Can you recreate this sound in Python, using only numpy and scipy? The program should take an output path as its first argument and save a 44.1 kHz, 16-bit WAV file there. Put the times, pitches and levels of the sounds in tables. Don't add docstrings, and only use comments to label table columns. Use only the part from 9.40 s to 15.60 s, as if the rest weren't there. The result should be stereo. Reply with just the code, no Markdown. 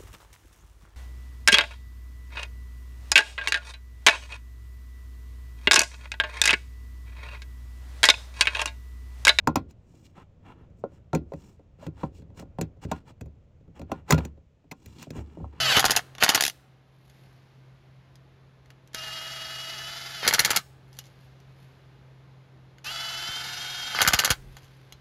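import sys
import numpy as np
from scipy import signal
from scipy.fft import rfft, irfft
from scipy.io import wavfile
from scipy.ndimage import uniform_filter1d

SR = 44100
rng = np.random.default_rng(int(sys.argv[2]) if len(sys.argv) > 2 else 0)


def wav_out(sig):
    wavfile.write(sys.argv[1], SR, np.round(np.clip(np.atleast_2d(sig).T, -1, 1) * 32767).astype(np.int16))


N = 273483
T = np.arange(int(.45 * SR)) / SR


def amp(db):
    return 10 ** (np.asarray(db) / 20)


def unit_rms(x):
    return x / np.sqrt(np.mean(x ** 2) + 1e-20)


def blow(x, db):
    return amp(db) * x * np.sqrt(.02 * SR / np.sum(x ** 2))


def add(mix, start_s, sound):
    part = mix[:, max(round(start_s * SR), 0):][:, :sound.shape[1]]
    part += sound[:, :part.shape[1]]


def stereo_noise(size, width):
    mid, side = rng.standard_normal((2, size))
    return np.array([mid + width * side, mid - width * side]) / np.hypot(1, width)


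def colour(points, size=4096):
    hz, db = np.transpose(points)
    f = abs(np.fft.fftfreq(size, 1 / SR)) + 1
    log_gain = np.log(amp(np.interp(np.log(f), np.log(hz), db)))
    log_gain -= 2 * np.maximum(np.log(f / hz[-1]), 0) + np.clip(np.log(hz[0] / f), 0, 2)
    return np.fft.ifft(np.exp(np.conj(signal.hilbert(log_gain)))).real[:size // 2]


def through(x, response):
    return signal.fftconvolve(x, np.atleast_2d(response), axes=1)[:, :x.shape[1]]


def band(x, low_hz, high_hz):
    return signal.sosfilt(signal.butter(3, [low_hz, high_hz], "band", fs=SR, output="sos"), x)


def cabin_rumble():
    # frequency in Hz, relative level in dB.
    spectrum = [(20, -12), (60, -2), (93, 1), (182, -10), (328, -21), (542, -19), (760, -28), (1570, -35.5),
                (2600, -36), (4800, -45.5), (7100, -45.5), (9500, -64), (16000, -60.5)]
    # time in seconds, gain of the low end in dB.
    swell_points = [(0, 12), (.6, 3), (1.2, 8), (2.3, 4), (3, 10), (4.098, 4), (4.6, 8.5), (5.149, -1),
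                    (6.2, 1)]
    hz, db = np.transpose(spectrum)
    f = np.fft.rfftfreq(N, 1 / SR) + 1
    gain = amp(np.interp(np.log(f), np.log(hz), db))
    mid, side = rfft(rng.standard_normal((2, N))) * gain
    side *= np.interp(f, [150, 1200], [.25, .8])
    both = np.array([mid + side, mid - side])
    low_share = 1 / (1 + (f / 900) ** 2)
    swell = amp(np.interp(np.arange(N) / SR, *np.transpose(swell_points)))
    low, high = irfft(both * low_share, N), irfft(both * (1 - low_share), N)
    return amp(-59.5) * (low * swell + high) / np.std(low + high)


def early_echoes(spread_s, strength, count=7):
    response = np.zeros((2, len(T)))
    for side in response:
        delay = rng.uniform(.1, 1, count)
        side[(delay * spread_s * SR).astype(int)] = strength * rng.choice([-1, 1], count) * np.exp(-delay)
    response[:, 0] = 1
    return response / np.linalg.norm(response, axis=1, keepdims=True)


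def friction(spectrum, grain_db, grains_per_s, grain_share):
    size = amp(grain_db * np.minimum(rng.exponential(1, N), 4))
    grains = stereo_noise(N, width=1) * size * (rng.random(N) < grains_per_s / SR)
    fibres = stereo_noise(N, width=1) + grain_share * unit_rms(grains)
    return unit_rms(through(fibres, colour(spectrum)))


def strap_rubs():
    # middle and length in seconds, scrape in dB, hiss of the weave in dB,
    # lightness of touch as fizz over rasp in dB.
    pulls = [(0.306, 0.029, -66, -65, -5), (0.592, 0.22, -73, -70.5, 3.5), (0.654, 0.032, -82, -57.5, -2.5),
             (0.795, 0.064, -48.5, -67.5, -2), (1.091, 0.074, -48.5, -72, 1), (1.205, 0.092, -62, -94.5, 3),
             (1.396, 0.045, -82, -77, 19), (1.548, 0.073, -64.5, -72.5, 2), (2.038, .17, -64, -65, 2.5),
             (2.436, 0.061, -51, -60, -3), (2.617, 0.088, -51.5, -63.5, -2.5),
             (2.773, 0.069, -76, -63.5, -2.5), (2.994, 0.049, -50.5, -54.5, 1.5),
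             (3.436, 0.024, -44.5, -52, 0), (3.545, .088, -52, -60.5, -7),
             (3.689, 0.042, -50.5, -59.5, -2.5), (4.372, 0.032, -50, -68, 15), (4.548, 0.094, -53, -74, 4),
             (4.721, 0.05, -32.5, -43, -3), (4.789, 0.13, -48, -63, -1.5), (5.546, 0.25, -63.5, -63, -1.5),
             (5.617, 0.066, -55, -50, -7), (5.779, 0.069, -46.5, -58, 5), (5.96, 0.3, -61.5, -73.5, -1),
             (6.202, 0.13, -52.5, -67.5, -12.5)]
    # frequency in Hz, relative level in dB.
    flutter_spectrum = [(40, -19.5), (80, -4.5), (160, 9), (300, -1), (480, -11.5), (900, -59)]
    scrape_spectrum = [(250, -29), (500, 2.5), (950, 5), (1500, -3.5), (2300, -6.5), (3200, -11),
                       (5000, -30)]
    rasp_spectrum = [(1400, -20.5), (2400, -2), (3500, -5.5), (4600, -7), (6000, -15.5)]
    fizz_spectrum = [(3800, -20), (5200, 0.5), (6200, 0.5), (7600, 2), (9500, -12), (12000, -19),
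                     (14800, -7), (16500, -26)]
    middle, length, scrape_db, hiss_db, light_db = np.transpose(pulls)
    flutter_db = -46.5 + .3 * (scrape_db + 45.5)
    rasp_db = hiss_db - 10 * np.log10(1 + amp(light_db) ** 2)
    t = np.arange(N) / SR
    coarse_t = t[::64]
    pull_power = np.exp(-(2.55 * (coarse_t - middle[:, None]) / length[:, None]) ** 2)
    flutter, scrape, rasp, fizz = (np.interp(t, coarse_t, np.sqrt(amp(db) ** 2 @ pull_power))
                                   for db in (flutter_db, scrape_db, rasp_db, rasp_db + light_db))
    grip = amp(1.9 * unit_rms(uniform_filter1d(rng.standard_normal(N), 300)))
    sound = flutter * friction(flutter_spectrum, grain_db=2.5, grains_per_s=92, grain_share=.32)
    sound += scrape * friction(scrape_spectrum, grain_db=7.5, grains_per_s=450, grain_share=.4)
    sound += rasp * friction(rasp_spectrum, grain_db=8.5, grains_per_s=320, grain_share=.48)
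    sound += fizz * friction(fizz_spectrum, grain_db=7, grains_per_s=590, grain_share=.2)
    return through(grip * sound, early_echoes(spread_s=.0031, strength=.44))


def finger_taps(per_s=3):
    mean_db, spread_db = -57.5, 3
    pitch_hz, weight_db, hardness_db, contact_s = 520, 5, -32.5, .0016
    count = round(per_s * N / SR)
    slot_s = N / SR / count
    return [((k + when) * slot_s, mean_db + spread_db * (2 * force - 1),
             pitch_hz, weight_db, hardness_db, contact_s)
            for k, (when, force) in enumerate(rng.random((count, 2)))]


def ring(modes, centre_hz, octaves, detune, width):
    hz, db, t60 = np.transpose(modes)[:, :, None]
    shift, phase, split = rng.standard_normal((3, len(modes), 1))
    envelope = amp(db - 60 * T / t60) / (1 + (np.log2(hz / centre_hz) / octaves) ** 2)
    waves = envelope * np.exp(2j * np.pi * (hz * (1 + detune * shift) * T + phase))
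    channels = [(waves * np.exp(1j * side * width * split)).sum(0).imag for side in (1, -1)]
    return unit_rms(np.array(channels))


def contact_noise(contact_s, tail_db, t60, width):
    rasp = (T / contact_s) ** .8 * np.exp(1.5 - 2 * T / contact_s)
    grit = amp(2.5 * np.interp(T, T[::16], rng.standard_normal(len(T[::16]))))
    tail = amp(tail_db - 60 * T / t60) * (1 - np.exp(-T / contact_s))
    return stereo_noise(len(T), width) * np.hypot(rasp, tail) * grit


def pillar_thump(weight_db):
    # mode frequency in Hz, relative level in dB, seconds to fall 60 dB.
    modes = [(72.66, -1, 0.44), (103, -5, 0.22), (156.1, -4, 0.14), (172.9, -6.5, 0.1), (241.6, 3.5, 0.075),
             (292.4, 6, 0.088), (317, -2, 0.14)]
    centre_hz = 190 * 2 ** (-weight_db / 22)
    onset = 1 - np.exp(-(T / .007) ** 2)
    body = ring(modes, centre_hz, octaves=.41, detune=.012, width=.2) * onset
    thud = band(contact_noise(.021, tail_db=-6, t60=.34, width=.55), 71, 350)
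    return body + .34 * unit_rms(thud)


def trim_knock(pitch_hz, contact_s):
    # mode frequency in Hz, relative level in dB, seconds to fall 60 dB.
    modes = [(402, -1.5, 0.088), (467, -5.5, 0.075), (550, -2, 0.081), (642, -3.5, 0.052), (773, -9.5, .09),
             (917, -1.5, 0.052), (1008, -3, 0.065), (1061, -5.5, 0.081), (1202, -8, 0.047),
             (1342, -4.5, 0.069), (1414, -8, 0.15)]
    onset = 1 - np.exp(-(T / contact_s) ** 2)
    body = ring(modes, pitch_hz, octaves=.45, detune=.007, width=.75) * onset
    push = band(contact_noise(2 * contact_s, tail_db=-14, t60=.11, width=.55), .5 * pitch_hz, 1.4 * pitch_hz)
    return body + unit_rms(push) / 2


def guide_click(contact_s):
    # mode frequency in Hz, relative level in dB, seconds to fall 60 dB.
    modes = [(1520, 2, .055), (1650, 0, .055), (1880, -4, .04), (2225, -6, .05), (2556, -1, .055),
             (2800, -2, .045), (3535, -1, .04), (3950, -1, .03), (4570, 4, .03), (5900, -2, .05),
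             (6200, -1, .03), (6840, -1, .03), (7150, 0, .03), (7800, -3, .025)]
    # frequency in Hz, relative level in dB.
    clack_spectrum = [(950, -15), (1350, 3.5), (1650, 2), (2100, 3.5), (3200, -3.5), (4400, -3.5),
                      (5000, -11.5), (6200, -25)]
    snap_spectrum = [(3800, -22), (4700, -3), (6000, 0), (7400, 0), (8600, -3), (10500, -9), (12500, -10),
                     (14500, -5), (15800, -9)]
    onset = 1 - np.exp(-2 * T / contact_s)
    clack_noise = contact_noise(contact_s, tail_db=-17, t60=.1, width=.4)
    clack = unit_rms(through(clack_noise, colour(clack_spectrum)))
    clack += .5 * ring(modes, 1700, octaves=9, detune=.002, width=.083) * onset
    snap_noise = contact_noise(contact_s, tail_db=-25, t60=.08, width=.4)
    snap = unit_rms(through(snap_noise, colour(snap_spectrum)))
    snap += ring(modes, 7200, octaves=.19, detune=.003, width=.67) * onset
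    return clack, snap


def slips_and_taps():
    # start in seconds, knock in dB, pitch of the spot struck in Hz, weight as thump over
    # knock in dB, hardness as snap over knock in dB, contact time in seconds.
    slips = [(0.0726, -15, 843, -2, -18.5, 0.0011), (0.157, -19, 850, -0.5, -11, .0011),
             (0.308, -63, 450, -1, 1.5, 0.0014), (1.4382, -23.5, 504, -12.5, -60.5, 0.0013),
             (1.731, -23, 778, 4, -28.5, 0.0011), (1.749, -22.5, 485, 2.5, -13.5, 0.00074),
             (1.92, -34, 570, -24, -46, 0.0013), (1.935, -36, 550, 4, -26.5, .0018),
             (2.193, -53, 526, -11, -50, .002), (2.425, -41, 576, -15, -38, .0018),
             (2.465, -35.5, 580, 9, -20, 0.0023), (2.631, -27, 720, 3.5, -42, .005),
             (2.785, -52.5, 398, 12, -32, 0.0019), (2.819, -53.5, 465, 10, -24.5, 0.0037),
             (2.996, -45.5, 550, 7.5, -6, .0012), (3.022, -42, 590, 2, -37, 0.003),
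             (3.185, -30, 710, 4, -30.5, .002), (3.212, -28.5, 545, 5.5, -6, 0.00081),
             (3.449, -39, 430, 12.5, -22.5, 0.0029), (3.514, -23.5, 810, -2.5, -17.5, 0.0024),
             (3.809, -43.5, 446, 12, -11, 0.0026), (3.858, -52, 590, 16, -20, 0.00092),
             (4.278, -54, 442, 10, -35, .001), (4.394, -41, 575, 7, -18, 0.00092),
             (4.415, -41, 630, 9, -19, .0018), (4.495, -44.5, 686, 2, -44, .0015),
             (4.516, -25.5, 755, -2, -21.5, 0.0023), (4.7, -23, 437, -10.5, -25, 0.0025),
             (4.706, -18.5, 850, -3.5, -2, 0.0024), (4.7218, -18.5, 1130, 8, -6, 0.0034),
             (4.743, -27.5, 450, 11, -16.5, 0.0017), (4.777, -30, 680, 2.5, -18, 0.0097),
             (4.8502, -41, 514, 7.5, -4.5, 0.0017), (5.312, -40, 790, 1, -6, 0.0064),
             (5.4591, -58, 430, 18.5, 5.5, 0.0026), (5.625, -48.5, 880, -5, 2.5, 0.0032),
             (5.669, -45, 520, 7, -44, 0.0014), (5.7046, -38.5, 400, 4.5, -11.5, .0015),
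             (5.749, -42, 420, 9.5, -61, .007), (5.777, -49, 566, 23, -21.5, .015),
             (5.971, -41, 460, 4, -62, .003), (6, -43.5, 616, 9.5, -48, .003),
             (6.017, -53, 510, 22.5, -40, .002), (6.043, -40.5, 750, -5, -51, 0.0011)]
    out = np.zeros((2, N))
    echoes = early_echoes(spread_s=.0035, strength=.83)
    lean_left, lean_right = amp([[1.1], [-1.2]]), amp([[-.4], [.4]])
    for start_s, knock_db, pitch_hz, weight_db, hardness_db, contact_s in slips + finger_taps():
        contact_s = max(contact_s, .0008)
        clack_db = knock_db + .61 * hardness_db + 3 * np.log2(contact_s / .0018)
        thump = blow(pillar_thump(weight_db), knock_db + weight_db)
        knock = blow(trim_knock(pitch_hz, contact_s), knock_db)
        clack, snap = guide_click(contact_s)
        clack = blow(through(clack, echoes), clack_db)
        snap = blow(through(snap, echoes), knock_db + hardness_db)
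        add(out, start_s, thump + (knock + clack) * lean_left + snap * lean_right)
    return out


def scene():
    lag_samples = 9
    left, right = slips_and_taps() + strap_rubs()
    return np.array([left, np.pad(right, (lag_samples, 0))[:N]]) + cabin_rumble()


def record(dry):
    edge_hz = 16300
    low_pass = signal.firwin(255, edge_hz, window=("kaiser", 8), fs=SR)
    return signal.oaconvolve(np.clip(dry, -1, 1), low_pass[None], "same")


dry = scene()
out = record(dry)
wav_out(out)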